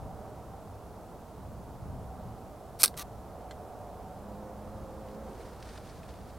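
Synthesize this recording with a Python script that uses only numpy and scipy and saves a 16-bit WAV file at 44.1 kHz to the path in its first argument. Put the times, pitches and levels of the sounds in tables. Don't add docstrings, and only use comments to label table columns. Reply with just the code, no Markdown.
import sys
import numpy as np
from scipy import signal
from scipy.fft import rfft, irfft, next_fast_len
from scipy.io import wavfile

SR = 44100
rng = np.random.default_rng(int(sys.argv[2]) if len(sys.argv) > 2 else 0)


def pcm_store(signal):
    levels = np.round(np.clip(np.atleast_2d(signal), -1, 1) * 32767)
    wavfile.write(sys.argv[1], SR, levels.astype(np.int16).T)


N = 281534
TIME = np.arange(N) / SR


def from_db(db):
    return 10 ** (np.asarray(db) / 20)


def rms_one(x):
    return x / np.sqrt(np.mean(x ** 2) + 1e-20)


def at_hz(points, hz):
    f, value = np.transpose(points)
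    return np.interp(np.log(np.maximum(hz, 1)), np.log(f), value)


def pan(left_db):
    return from_db(np.array([[left_db], [-left_db]]) / 2)


def drift(per_s):
    knots = rng.standard_normal(1024)
    return rms_one(np.interp(TIME * per_s, np.arange(len(knots)), knots))


def stroke(start, end, db, attack, release):
    rise = np.clip((TIME - start) / max(attack, 1 / SR), 0, 1)
    return rise * from_db(db) * np.exp(-np.log(1000) * np.clip((TIME - end) / release, 0, 10))


def swell(peak_s, db, half_width):
    return from_db(db) / (1 + ((TIME - peak_s) / half_width) ** 2)


def together(gains):
    return np.sqrt(sum(gain ** 2 for gain in gains))


def colour(x, spectrum, size=2048):
    log_gain = np.log(rms_one(from_db(at_hz(spectrum, np.arange(size // 2 + 1) * SR / size))))
    cepstrum = irfft(log_gain)
    cepstrum[1:size // 2] *= 2
    cepstrum[size // 2 + 1:] = 0
    return signal.fftconvolve(x, irfft(np.exp(rfft(cepstrum))))[:N]


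def wide_noise(spectrum, likeness):
    size = next_fast_len(N, True)
    hz = np.arange(size // 2 + 1) * SR / size
    mid, side = rfft(rng.standard_normal((2, size))) * from_db(at_hz(spectrum, hz))
    alike = np.clip(at_hz(likeness, hz), 0, 1)
    left_right = np.sqrt(1 + alike) * mid + np.sqrt(1 - alike) * side * [[1], [-1]]
    return rms_one(irfft(left_right, size)[:, :N])


def resonate(x, hz, width_hz):
    r = np.exp(-np.pi * width_hz / SR)
    feedback = [1, -2 * r * np.cos(2 * np.pi * hz / SR), r * r]
    return signal.lfilter(np.array([1, 0, -1]) * (1 - r * r) / 2, feedback, x + 1e-18)


def ring(force, modes):
    return sum(from_db(db) * resonate(force, hz, np.log(1000) / (np.pi * t60)) for hz, db, t60 in modes)


def far_tone(hz, flutter_per_s):
    phase = 2 * np.pi * np.cumsum(np.full(N, hz)) / SR
    return rms_one(drift(flutter_per_s) * np.cos(phase) + drift(flutter_per_s) * np.sin(phase))


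def knocks(rows, broad, size=8192):
    out, t = np.zeros(N + size), np.arange(size) / SR
    for (s, db, hz, t60), grit in zip(rows, rng.standard_normal((len(rows), size))):
        decay = from_db(-60 * t / t60)
        burst = np.sign(grit) * decay
        crack = broad * burst + resonate(burst, hz, hz / 2)
        at = round(s * SR)
        out[at:at + size] += from_db(db) * crack * np.linalg.norm(decay) / np.linalg.norm(crack)
    return out[:N]


def sliding(rows, teeth_per_s, tooth_depth_db):
    tooth_phase = np.cumsum(teeth_per_s * (1 + 0.54 * drift(100))) / SR % 1
    grit = rms_one(rng.standard_normal(N) * from_db(-tooth_depth_db * tooth_phase))
    return together(stroke(*row) for row in rows) * grit


# peak in seconds, level in dB, half-width in seconds.
GUSTS = [(.06, -43, .17), (1.55, -46, .1), (1.91, -41, .13), (2.28, -43.5, .1), (3.1, -50.5, .2),
         (4.78, -48, .2), (6.22, -51.5, .12)]
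# frequency in Hz, gain in dB.
RUMBLE_EQ = [(12, -36.5), (20, -13), (48, -2), (65, -1.5), (107, -1.5), (150, -7.5), (189, -6.5),
             (300, -19.5), (390, -45.5), (660, -120)]
# frequency in Hz, left-right likeness from 0 to 1.
FAR_LIKENESS = [(25, .45), (60, 0.9), (125, .85), (250, .92), (500, 0.95), (1200, 1)]


def air_rumble():
    calm = from_db(-50.5)
    wind = together([calm] + [swell(*gust) for gust in GUSTS])
    return wind * from_db(0.65 * drift(14)) * wide_noise(RUMBLE_EQ, FAR_LIKENESS) * pan(-.7)


# frequency in Hz, gain in dB.
HISS_EQ = [(1180, -35.5), (2000, 2), (2110, -0.5), (3390, -0.5), (13400, -3.5), (15100, -7.5),
           (15800, -4.5)]
# frequency in Hz, left-right likeness from 0 to 1.
HISS_LIKENESS = [(2000, 0.59), (10000, 0.7), (15000, 0.5)]


def microphone_hiss():
    return from_db(-64.76) * wide_noise(HISS_EQ, HISS_LIKENESS) * pan(.6)


def far_hum():
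    return from_db(-55.5) * far_tone(62, flutter_per_s=11) * pan(-2)


# nearest moment in seconds, level in dB, half-width in seconds, tyre pitch in Hz.
PASSES = [(.2, -55.5, 0.49, 756.3), (2.2, -56, 0.29, 770.4), (3.75, -54, 0.69, 734.3),
          (5.33, -54, .16, 462.3)]
# ratio to the tyre pitch, level against the pass in dB.
TYRE_TONES = [(.6, -7.5), (.8, -1), (1, 2), (1.22, -8)]


def tyres():
    song = sum(swell(s, db + tone_db, width) * far_tone(ratio * hz, flutter_per_s=90)
               for s, db, width, hz in PASSES for ratio, tone_db in TYRE_TONES)
    return song * pan(-2)


# frequency in Hz, gain in dB.
ROAD_EQ = [(120, -5.5), (220, -1), (370, -2.5), (450, 1), (550, -2.5), (650, 1), (800, -2), (950, -5.5),
           (1300, -11), (1600, -19), (2100, -27.5), (4000, -42)]


def road_wash():
    steady = from_db(-49.5)
    with_engine = from_db(-51.5) * engine_effort()
    passes = [swell(s, db + 1.5, width) for s, db, width, _ in PASSES]
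    return together([steady, with_engine] + passes) * wide_noise(ROAD_EQ, FAR_LIKENESS) * pan(-2)


# start and end in seconds, level in dB, attack and release t60 in seconds.
SLIDES = [(2.788, 2.820, -32.5, 0.025, 0.014), (2.8335, 2.849, -20.5, 0.0017, .018),
          (2.851, 2.854, -33.5, .002, .105)]
# start in seconds, level in dB, brightest frequency in Hz, t60 in seconds.
CONTACTS = [(2.812, -32, 8000, 0.0071), (2.8207, -19, 6860, 0.0033), (2.8325, -6, 11500, 0.0079),
            (2.8383, -5.5, 8356, .007), (2.8588, -15.5, 9300, 0.0051), (2.879, -31.5, 4400, 0.014),
            (2.9685, -44, 9500, .006), (2.9754, -37, 7580, .011), (2.9875, -32, 13000, .006),
            (2.9953, -28.5, 7500, .004), (3.0255, -42, 1500, 0.02)]
# frequency in Hz, gain in dB.
SHUTTER_EQ = [(200, -46), (380, -8.5), (800, -9.5), (1300, -1.5), (1850, -12), (2400, -3), (3100, -9.5),
              (4300, 1), (5700, -0.5), (7000, -9.5), (8600, 3), (11000, -3.5), (13500, -1.5),
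              (15500, -12.5)]


def blades():
    lag_s, casing_db, casing_hz, casing_t60_s = .0014, -15.5, 2420, .012
    casing = [(s + lag_s, db + casing_db, casing_hz, casing_t60_s) for s, db, _, _ in CONTACTS]
    cracks = knocks(CONTACTS + casing, broad=.35)
    scrape = sliding(SLIDES, teeth_per_s=340, tooth_depth_db=5.5)
    return colour(cracks + scrape, SHUTTER_EQ)


# frequency in Hz, relative level in dB, t60 in seconds.
HOUSING_MODES = [(376, -34.5, 0.07), (467, -34.5, 0.31), (1236, -30.5, .045), (1600, -32.5, 0.09),
                 (2350, -29.5, 0.02), (3570, -29.5, .07), (4520, -25.5, .07), (4400, -27, .05),
                 (5300, -29.5, 0.026), (5650, -32, 0.06), (6145, -34.5, .07), (7584, -30, 0.057),
                 (8500, -32.5, .04), (8160, -28.5, 0.033), (8625, -32, .05), (8805, -33.5, .07),
                 (10200, -27, .06), (9458, -26.5, .05), (10020, -33, .05), (9800, -31.5, 0.057),
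                 (11400, -35.5, 0.049), (11895, -30.5, .06), (11930, -32.5, .05), (13660, -40.5, .05)]


def housing():
    jolts, t = np.zeros(N), np.arange(8192) / SR
    for s, db, _, _ in CONTACTS:
        jolts[round(s * SR)] += from_db(db)
    ringing = sum((-1) ** k * from_db(db - 60 * t / t60) * np.sin(2 * np.pi * hz * t)
                  for k, (hz, db, t60) in enumerate(HOUSING_MODES))
    return from_db(-3) * signal.fftconvolve(jolts, ringing)[:N]


# start in seconds, level in dB, brightest frequency in Hz, t60 in seconds.
TAPS = [(2.9412, -54, 3200, 0.019), (3.5098, -46.5, 4030, 0.046)]
# frequency in Hz, gain in dB.
PLUNGER_EQ = [(500, -22), (1300, 4), (2000, -0.5), (2800, -4), (4200, -9), (5500, -12), (8300, -6),
              (10000, -20), (15000, -28)]
# frequency in Hz, gain in dB, t60 in seconds.
PLUNGER_MODES = [(1406, 5, .03), (1590, 7, 0.031), (2030, 16, 0.047), (3160, 6, 0.019), (4250, 0, 0.024)]


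def plunger():
    taps = colour(knocks(TAPS, broad=0.7), PLUNGER_EQ)
    return taps + ring(taps, PLUNGER_MODES)


# start and end in seconds, relative level in dB,
# attack and release t60 in seconds.
GEAR_RUN = [(2.970, 3.0255, -41, 0.0041, 0.0075)]
# frequency in Hz, gain in dB.
GEAR_EQ = [(400, -12), (1200, 8.5), (2200, 3.5), (4100, 10.5), (5000, 2), (6200, 8.5), (7400, -2),
           (10000, 6), (12800, 6), (15500, 1)]
# frequency in Hz, gain in dB, t60 in seconds.
PLATE_MODES = [(1163, 13.5, 0.075), (1940, 7, 0.12), (4300, 1, 0.042), (5630, 0, 0.033), (6200, -5, .03)]


def gears():
    whirr = from_db(-2) * colour(sliding(GEAR_RUN, teeth_per_s=750, tooth_depth_db=17), GEAR_EQ)
    return whirr + ring(whirr, PLATE_MODES)


# delay in seconds, level in dB.
ECHOES = [(.0031, -23.5), (.0047, -28)]


def camera():
    low_cut = signal.butter(4, 300, "high", fs=SR, output="sos")
    shutter = signal.sosfilt(low_cut, blades() + housing() + gears() + 1e-18)
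    direct = shutter + plunger()
    echoes = [from_db(db) * np.interp(TIME - delay, TIME, direct, left=0) for delay, db in ECHOES]
    return direct * pan(.15) + np.array(echoes)


def engine_effort():
    return stroke(start=3.95, end=5.21, db=0, attack=0.45, release=1.7)


# multiple of the firing rate, relative level in dB.
ENGINE_ORDERS = [(2, 1.5), (3, -7), (5, -1)]


def far_engine():
    first_hz, top_hz, start_s, speed_up_s, level_db = 96.75, 106.7, 3.95, 0.48, -52.5
    firing_hz = top_hz - (top_hz - first_hz) * np.exp(-np.maximum(TIME - start_s, 0) / speed_up_s)
    phase = 2 * np.pi * np.cumsum(firing_hz * (1 + 0.014 * drift(35))) / SR
    drone = sum(from_db(level_db + db + 2 * drift(12)) * np.sqrt(2) * np.sin(order * phase)
                for order, db in ENGINE_ORDERS)
    return engine_effort() * drone * pan(-2)


# start in seconds, level in dB, brightest frequency in Hz, t60 in seconds.
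FLICKS = [(5.085, -60, 2990, 0.024), (5.626, -49, 4260, 0.039), (5.776, -49.5, 3500, 0.036),
          (5.896, -54, 4500, 0.031), (5.978, -57, 4360, 0.025), (6.03, -58, 2680, 0.085),
          (6.09, -58, 3800, 0.047), (6.138, -57, 3000, 0.027)]
# start and end in seconds, level in dB.
SWISHES = [(5.357, 5.457, -59.5), (5.615, 5.765, -56.5), (5.815, 5.893, -61), (6.036, 6.098, -60.5)]
# frequency in Hz, gain in dB.
FLEECE_EQ = [(800, -2), (1400, 7), (2100, 1), (3000, -3), (4800, -1.5), (7500, -8), (9500, -5.5),
             (11500, -19.5), (15500, -23.5)]
# frequency in Hz, left-right likeness from 0 to 1.
JACKET_LIKENESS = [(3000, 1), (8000, .6)]


def jacket():
    swishes = [stroke(*row, attack=.045, release=0.23) for row in SWISHES]
    turn = swell(peak_s=5.85, db=-61.5, half_width=.75)
    grain = from_db(1.9 * drift(120))
    rub = together(swishes + [turn]) * grain * wide_noise(FLEECE_EQ, JACKET_LIKENESS)
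    flicks = colour(knocks(FLICKS, broad=0.3), FLEECE_EQ)
    return (rub + flicks) * pan(-0.21)


def scene():
    foreground = camera() + jacket()
    distance = far_engine() + tyres() + far_hum()
    bed = air_rumble() + road_wash() + microphone_hiss()
    return foreground + distance + bed


def record(dry):
    ceiling, cutoff_hz = .95, 15900
    top_cut = signal.ellip(12, .1, 90, cutoff_hz, fs=SR, output="sos")
    return signal.sosfilt(top_cut, ceiling * np.tanh(dry / ceiling))


dry = scene()
out = record(dry)
pcm_store(out)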